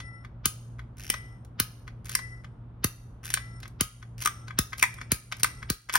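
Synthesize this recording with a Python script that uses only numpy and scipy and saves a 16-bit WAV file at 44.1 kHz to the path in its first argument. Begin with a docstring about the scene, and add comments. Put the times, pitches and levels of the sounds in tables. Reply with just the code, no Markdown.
"""A light knock and a ring of steel sound over a faint motor drone: a ratcheting cutter with a plastic
casing is being pumped seven times, close by in a small room. Let go, its handle springs open and slaps
its stop. Squeezed, its pawl (the ratchet's little catch) scrapes over a tooth and snaps in, and the
spring and blade ring on. The later snaps are doubled and hollower."""
import sys
import numpy as np
from scipy import signal
from scipy.fft import rfft, irfft, next_fast_len
from scipy.io import wavfile

SR = 44100
rng = np.random.default_rng(int(sys.argv[2]) if len(sys.argv) > 2 else 0)


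def digitize_waveform(pressure):
    """Quantize a signal to 16-bit integers and store it at the path in sys.argv[1].

    Rows of a 2-D input are taken as channels; values are limited to [-1, 1].
    """
    field = np.atleast_2d(pressure).T
    bounded = np.clip(field, -1, 1)
    quanta = np.round(bounded * 32767).astype(np.int16)
    wavfile.write(sys.argv[1], SR, quanta)


N = 263718


def amp(db):
    """Turns decibels into a number to multiply a sound by."""
    return 10 ** (np.asarray(db) / 20)


def unit(x):
    """Scales a sound to an energy of one."""
    return x / np.sqrt(np.sum(x ** 2) + 1e-20)


def read(points, hz):
    """Looks up a frequency in a table, blending between rows along a musical (log) scale."""
    f, value = np.transpose(points)
    return np.interp(np.log(hz + 1), np.log(f + 1), value)


def add(mix, s, sound):
    """Mixes a sound in, starting at s seconds."""
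    part = mix[max(round(s * SR), 0):][:len(sound)]
    part += sound[:len(part)]


def waver(length, knots_per_s):
    """A curve that wanders around zero: straight lines between random points (knots)."""
    at = np.arange(length) * knots_per_s / SR
    knots = rng.standard_normal(200)
    return np.interp(at, np.arange(len(knots)), knots)


def colour(x, points, size=4096):
    """Gives a sound the tone in a table, with a filter that never sounds ahead of a hit."""
    log_gain = np.log(amp(read(points, abs(np.fft.fftfreq(size, 1 / SR)))))
    taps = np.fft.ifft(np.exp(np.conj(signal.hilbert(log_gain)))).real
    return signal.fftconvolve(x, taps[:size // 2])[:len(x)]


def ring(modes, t, scatter_db=0):
    """A struck part's own notes (modes) die away, each by 60 dB in its fade time, t60."""
    hz, db, t60 = np.transpose(modes)[:, :, None]
    db = db + scatter_db * rng.standard_normal(hz.shape)
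    return (amp(db - 60 * t / t60) * np.sin(2 * np.pi * (hz * t + rng.random(hz.shape)))).sum(0)


def crack(points, rise_s, chatter_s, fall_s):
    """Hard parts chatter together for a few milliseconds, then fall still."""
    t = np.arange(1, SR // 20) / SR
    level = (1 - np.exp(-t / rise_s)) * np.exp(-t / fall_s - (t / chatter_s) ** 2)
    return unit(colour(level * rng.standard_normal(len(t)), points))


# Table levels are relative: each function sets the overall loudness.
# the tone of the air noise: (frequency [Hz], level [dB])
AIR_TONE = [(12, -44), (24, -22.5), (52, 1.5), (85, -7), (125, -2.5), (160, -14), (240, -17), (450, -25),
            (1300, -31), (2000, -44.5), (3600, -51.5), (6000, -70), (9000, -73), (11500, -72),
            (16000, -83.5)]
# the notes of the motor's hum: (pitch [Hz], level [dB])
MOTOR_HUM = [(58.3, -19), (116.7, -3), (175, -18.5), (233.5, -22)]


def drone():
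    """Air noise and the slightly wavering hum of a motor somewhere in the room."""
    t, hz = np.arange(N) / SR, np.fft.rfftfreq(N, 1 / SR)
    noise = pair(rfft(rng.standard_normal((2, N))), hz)
    air = irfft(noise * amp(read(AIR_TONE, hz)), N)
    clock = t + np.cumsum(.003 * waver(N, knots_per_s=6)) / SR  # lets the pitch drift
    hum = sum(amp(db) * np.sqrt(2) * np.sin(2 * np.pi * (f * clock + rng.random())) for f, db in MOTOR_HUM)
    hum *= amp(2.2 * waver(N, knots_per_s=8))
    return amp(-43.5 - dips(t)) * (amp(-3.5) * air / air.std() + hum)


# the steel rings while the squeeze is held: (start [s], end [s], low note [dB], high note [dB])
STEEL_RINGS = [(0.0, 0.256, -55.5, -44), (1.092, 1.391, -58.5, -41), (2.156, 2.427, -61, -38.5),
               (3.367, 3.618, -55.5, -47), (4.266, 4.497, -53.5, -57.5), (4.839, 5.12, -62, -61),
               (5.438, 5.72, -59, -49.5)]
# the overtones and two main notes of spring and blade: (pitch [Hz], level [dB], fade time [s])
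STEEL_OVERTONES = [(2650, -0.5, 0.3), (4985, 1.5, 0.31), (5410, 1, 0.74), (5370, -2.5, 1.3), (8700, -2, .5),
                   (8800, 2, 1), (9160, 6, .45), (9050, 0.5, 0.34)]
LOW_NOTE, HIGH_NOTE = [(1342, 0.0075, 3.1)], [(1990.7, 0.009, 0.71)]


def steel():
    """Spring and blade ring with two notes and a shimmer until the easing grip quiets them."""
    out, t = np.zeros(N), np.arange(SR // 2) / SR
    for s, end_s, low_db, high_db in STEEL_RINGS:
        notes = amp(low_db) * ring(LOW_NOTE, t) + amp(high_db + 4.5) * ring(HIGH_NOTE, t)
        shimmer = amp(-60) * ring(STEEL_OVERTONES, t) * amp(3.5 * waver(len(t), knots_per_s=60))
        fade_in_out = (1 - np.exp(-t / .015)) * np.clip((end_s - s - t) / 0.026, 0, 1)
        sway = amp(3 * waver(len(t), knots_per_s=34))  # the tool moves in the hand
        add(out, s, fade_in_out * sway * (notes + shimmer))
    return out


# the plastic casing's own notes: (pitch [Hz], level [dB], fade time before damping [s])
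CASING_NOTES = [(1072, -4.5, 0.053), (1240, -2.5, 0.04), (1547, 3.5, .03), (1696, -4.5, 0.044),
                (2005, 7.5, 0.024), (2277, 0, 0.029), (2402, -7, 0.031), (2860, -10, 0.0073),
                (3352, -9, 0.043)]


def casing(pitch_hz, focus_db, damping):
    """The hollow casing knocks; notes near the given pitch are boosted, and damping shortens them all."""
    t = np.arange(SR // 10) / SR
    hz, db, t60 = np.transpose(CASING_NOTES)
    db = db + focus_db * np.exp(-(np.log(hz / pitch_hz) / 0.11) ** 2)
    hz = hz * (1 + .015 * rng.standard_normal(len(hz)))  # the grip detunes the notes a little
    notes = ring(np.transpose([hz, db, t60 / damping]), t)
    return unit(notes * (1 - np.exp(-t / 0.0031)))


# loose joints knock into place: (time [s], casing level [dB], crack level [dB])
JOINT_KNOCKS = [(0.0014, -30.5, -28), (0.2472, -31.5, -39.5), (0.792, -29.5, -38.5), (1.1394, -20.5, -20.5),
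                (1.877, -30.5, -34.5), (2.1897, -25, -27.5), (2.444, -33, -37.5), (3.236, -37, -46),
                (3.3722, -18.5, -21.5), (3.6297, -38, -28.5), (3.6548, -30.5, -37), (4.0259, -33, -39),
                (4.4801, -31.5, -30), (4.506, -24, -37.5), (4.7302, -19.5, -26), (4.9848, -30, -44),
                (5.013, -24, -27.5), (5.3223, -21.5, -16.5), (5.627, -24, -33), (5.895, -18.5, -20)]
# the dull tone of their crack: (frequency [Hz], level [dB])
KNOCK_TONE = [(200, -16.5), (700, -5.5), (1500, 0), (6000, -6), (9000, -13), (15000, -24.5)]


def joints(touch_lead_s=.007, touch_db=-14):
    """Loose joints touch lightly, then settle with a dull knock as the grip tightens or eases."""
    out = np.zeros(N)
    for s, casing_db, crack_db in JOINT_KNOCKS:
        for at, db in [(s - touch_lead_s, touch_db), (s, 0)]:
            contact = crack(KNOCK_TONE, rise_s=0.0009, chatter_s=0.02, fall_s=0.0058)
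            add(out, at, amp(db + crack_db + 10.5) * contact)
            add(out, at, amp(db + casing_db + 11) * casing(1300, focus_db=3, damping=1.7))
    return out


# the tone of the rubbing pivot: (frequency [Hz], level [dB])
PIVOT_TONE = [(200, -24.5), (800, -9.5), (1500, 2.5), (3000, -1), (5000, -5.5), (6500, -15), (9000, -31.5),
              (15000, -29)]


def pivot_rub(growth_s):
    """The pivot rubs louder as the spring speeds the handle up."""
    t = np.arange(-SR // 30, 0) / SR
    return unit(np.exp(t / growth_s) * colour(rng.standard_normal(len(t)), PIVOT_TONE))


# the handle hits its stop: (time [s], crack [dB], casing [dB], thump [dB], ting [dB], drone dip [dB])
HANDLE_SLAPS = [(0.4564, -10.5, -28, -32.5, -26, 2), (1.5997, -11, -25, -31, -49, 2.5),
                (2.8427, -12.5, -26, -25, -35.5, 4.5), (3.8088, -11, -29, -27.5, -48, 9.5),
                (4.588, -10.5, -27.5, -24, -49, 3), (5.1182, -10.5, -30.5, -26.5, -38, 6.5),
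                (5.7005, -14, -29.5, -26.5, -44, 17.5)]
# the tone of the slap's crack: (frequency [Hz], level [dB])
SLAP_TONE = [(200, -18.5), (500, -14), (750, -18), (1200, -15), (2500, -3.5), (4000, -3.5), (6300, -0.5),
             (7200, -0.5), (8200, 1), (9600, 3), (10300, -1), (13000, -3.5), (14400, -6), (15400, 4)]
# the ting of the metal stop: (pitch [Hz], level [dB], fade time [s])
TING_NOTES = [(5480, -23, .4), (6160, -12, .12), (10270, -5, .22), (15450, -8, .12)]
# the casing rings on while no hand presses it: (pitch [Hz], level [dB], fade time [s])
LOOSE_NOTES = [(1180, -55, 0.14), (1260, -45.5, 0.27), (1390, -56.5, 0.48), (1606, -52, .22)]


def handle():
    """The handle flies open against its stop: rub, crack, knock, thump and a short ting."""
    out, t = np.zeros(N), np.arange(SR // 4) / SR
    for s, crack_db, casing_db, thump_db, ting_db, _ in HANDLE_SLAPS:
        add(out, s - 1 / 30, amp(crack_db + 1.5) * pivot_rub(growth_s=0.0041))
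        add(out, s, amp(crack_db + 22) * crack(SLAP_TONE, rise_s=0.00015, chatter_s=0.0049, fall_s=0.0076))
        add(out, s, amp(casing_db + 20.5) * casing(1356, focus_db=13, damping=1.8))
        add(out, s, amp(thump_db + 28) * thump(lag_cycles=1.42, crest_s=0.0067, spread=0.76))
        add(out, s, amp(ting_db - 1) * ring(TING_NOTES, t))
        add(out, s, ring(LOOSE_NOTES, t, scatter_db=3))
    return out


def thump(lag_cycles, crest_s, spread):
    """A low push whose bass arrives last, so that its pitch falls steeply."""
    log_age = np.log(np.arange(1, SR // 12) / SR / crest_s)
    swell = np.exp(-(log_age / spread) ** 2 / 2)
    return unit(swell * np.sin(2 * np.pi * lag_cycles * log_age - 2))


def dips(t, lowest_after_s=.11, narrowness=2.7):
    """How far the drone sinks after each slap of the handle, in dB: down quickly, back slowly."""
    ages = [(np.maximum(t - s, 0) / lowest_after_s, dip_db) for s, *_, dip_db in HANDLE_SLAPS]
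    return sum(dip_db * (age * np.exp(1 - age)) ** narrowness for age, dip_db in ages)


# the pawl slides up a tooth and over its edge: (start [s], end [s], level [dB])
PAWL_SLIDES = [(0.97, 1.107, -41.5), (2.046, 2.153, -40.5), (3.232, 3.354, -36), (4.181, 4.273, -35),
               (4.777, 4.828, -33.5), (5.385, 5.42, -41.5), (5.926, 5.971, -24.5)]
# the tone of its scrape: (frequency [Hz], level [dB])
SCRAPE_TONE = [(300, -12.5), (900, -12), (1500, 3), (2600, 5.5), (3300, -0.5), (4200, -2.5), (5700, 5),
               (7300, -2.5), (9000, 0.5), (12000, -0.5), (14000, -6.5), (15500, -3.5)]


def pawl_scrape(jerks_per_s=90, jerk_s=.0018, jerk_spread_db=3.5):
    """The pawl sticks and slips on a tooth: uneven little jerks, each a short gritty tick."""
    out = np.zeros(N)
    for s, edge_s, db in PAWL_SLIDES:
        t = np.arange(0, edge_s - s, 1 / SR)
        grip_db = -11 * np.exp(-t / 0.027)  # starts soft and grows as the hand closes
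        edge_db = 7.5 * np.exp((t - t[-1]) / 0.0098)  # surges near the edge of the tooth
        rate = jerks_per_s * amp(3.3 * waver(len(t), knots_per_s=200))
        slips = np.diff(np.floor(np.cumsum(rate) / SR), prepend=-1)  # 1 at each slip, else 0
        size = amp(jerk_spread_db * np.clip(rng.standard_normal(len(t)), -2, 2))
        jerks = signal.lfilter([1], [1, -np.exp(-1 / (jerk_s * SR))], slips * size)
        rasp = colour((jerks + 0.059) * rng.standard_normal(len(t)), SCRAPE_TONE)
        add(out, s, amp(db + grip_db + edge_db - 5) * np.sqrt(len(t)) * unit(rasp))
    return out


# the pawl catches: (time [s], level [dB])
PAWL_CLICKS = [(0.9837, -37), (1.4481, -42), (2.0555, -30), (2.0937, -19.5), (2.1157, -23.5),
               (3.254, -22.5), (3.3023, -18), (3.602, -37), (3.678, -34.5), (4.2123, -26), (4.2211, -17),
               (4.2496, -16), (4.7808, -25), (4.794, -20.5), (4.9403, -32), (5.3666, -34), (5.3977, -27)]
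# the bright tone of its click: (frequency [Hz], level [dB])
CLICK_TONE = [(200, -19.5), (700, -11.5), (1500, -10.5), (6000, 0), (9000, 1.5), (15000, -7)]


def pawl_clicks():
    """The pawl catches on steel: small bright clicks that barely stir the casing."""
    out = np.zeros(N)
    for s, db in PAWL_CLICKS:
        add(out, s, amp(db + 10) * crack(CLICK_TONE, rise_s=0.0016, chatter_s=0.017, fall_s=0.0025))
        add(out, s, amp(db - 0.5) * casing(1500, focus_db=0.5, damping=1.3))
    return out


# the pawl snaps in: (time [s], crack [dB], casing [dB], boosted casing pitch [Hz], hollow knock [dB])
PAWL_SNAPS = [(1.1004, -9.5, -40, 2020, -47), (2.151, -9.5, -27.5, 1894, -39),
              (3.3392, -10.5, -31, 1530, -52), (4.2579, -11, -26, 1226, -50),
              (4.273, -18.5, -26, 1240, -56), (4.8261, -7.5, -19.5, 2510, -33),
              (4.8367, -20, -21.5, 2064, -23), (5.432, -7, -62, 1120, -41), (5.4435, -14.5, -24, 1363, -32),
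              (5.9379, -17, -59, 1620, -31), (5.9493, -26, -29.5, 1360, -31),
              (5.954, -9.5, -20.5, 1600, -19), (5.9614, -20, -45, 1310, -35)]
# the tone of the snap's crack: (frequency [Hz], level [dB])
SNAP_TONE = [(100, -6.5), (300, -4.5), (700, -16), (1200, -9), (2500, 1), (4200, -5.5), (5500, 2.5),
             (7200, -1), (8700, 9), (10200, -4.5), (12500, -4), (14000, 3), (15400, -2)]
# the tone of the hollow inside the casing: (frequency [Hz], level [dB])
HOLLOW_TONE = [(100, -21), (350, -31.5), (700, -15), (880, -4), (1000, 7.5), (1120, -7), (1300, -21),
               (3000, -39.5)]


def pawl_snaps():
    """The pawl drops behind a tooth and jolts the casing and the hollow inside it."""
    out = np.zeros(N)
    for s, crack_db, casing_db, pitch_hz, hollow_db in PAWL_SNAPS:
        add(out, s, amp(crack_db + 17) * crack(SNAP_TONE, rise_s=0.00057, chatter_s=0.0053, fall_s=0.0064))
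        add(out, s, amp(casing_db + 27) * casing(pitch_hz, focus_db=14, damping=2.27))
        add(out, s, amp(hollow_db + 20.5) * crack(HOLLOW_TONE, rise_s=.0005, chatter_s=.0086, fall_s=.01))
    return out


# how alike the room sounds on the left and right: (frequency [Hz], likeness [0 to 1])
SIDE_LIKENESS = [(250, .98), (700, .3), (4500, .15), (6000, .55), (7200, .99), (8100, .99), (9300, .8),
                 (11000, .95), (15000, .95)]


def pair(spectra, hz):
    """Makes two unrelated sounds partly alike, as room sound is at a microphone's two openings."""
    same = np.clip(read(SIDE_LIKENESS, hz), -1, 1)
    left, other = spectra
    return np.array([left, same * left + np.sqrt(1 - same ** 2) * other])


# how long the room echoes: (frequency [Hz], fade time [s])
ECHO_FADE = [(150, 0.087), (600, 0.65), (1500, 0.65), (5000, 0.57), (9000, 0.67), (15500, 0.31)]
# the tone of the echo: (frequency [Hz], level [dB])
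ECHO_TONE = [(100, -28.5), (500, -14), (1400, -8), (3000, -5), (6000, -8), (9000, -12), (13000, -10),
             (15500, -9)]
# how much louder the direct sound is on the left: (frequency [Hz], left minus right [dB])
LEFT_BOOST = [(300, 1.5), (750, 4.5), (1300, 9), (2000, 4.5), (3000, -6), (5000, 0.5), (16000, 0)]
# how far the left side's wave runs ahead of the right's: (frequency [Hz], lead [radians])
LEFT_LEAD = [(100, 0), (450, -.1), (900, -1.5), (1400, -.8), (2000, -1.4), (2700, -.5), (3700, -1.3),
             (4800, -.3), (6000, 1.2), (7600, 3.14), (9000, 4.5), (11000, 6.28), (12500, 7.6),
             (14200, 9.42), (16000, 10.8)]


def room(x):
    """Sound reaches both sides directly, then off nearby surfaces, then as a fading echo."""
    size = next_fast_len(N + SR)
    hz = np.fft.rfftfreq(size, 1 / SR)
    age = np.arange(SR * 3 // 4) / SR
    echoes = rng.standard_normal((2, len(age))) * (rng.random((2, len(age))) < 6000 / SR) * (age > .003)
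    echoes *= 1 + amp(17) * np.exp(-age / 0.021)  # strong early bounces off desk and body
    f, t, bands = signal.stft(echoes, SR, nperseg=256)
    tail = signal.istft(bands * amp(-60 * t / read(ECHO_FADE, f)[:, None]), SR, nperseg=256)[1]
    tail_spectra = rfft(np.array([unit(side) for side in tail]), size)
    echo = pair(tail_spectra, hz) * amp(read(ECHO_TONE, hz))
    sides = np.array([[.5], [-.5]])
    direct = amp(sides * read(LEFT_BOOST, hz))
    response = (direct + echo) * np.exp(1j * sides * read(LEFT_LEAD, hz))
    return irfft(rfft(x, size) * response, size)[:, :N]


def scene():
    """The cutter in its room, over the motor's drone."""
    cutter = steel() + joints() + handle() + pawl_scrape() + pawl_clicks() + pawl_snaps()
    return room(cutter) + drone()


def record(dry, ceiling=1.1, top_hz=16100):
    """The microphone rounds off the sharpest peaks, then the very highest treble is cut."""
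    rounded = ceiling * np.tanh(dry / ceiling)
    treble_cut = signal.firwin(201, top_hz, window=("kaiser", 8), fs=SR)
    return signal.oaconvolve(rounded, treble_cut[None], "same")


dry = scene()
out = record(dry)
digitize_waveform(out)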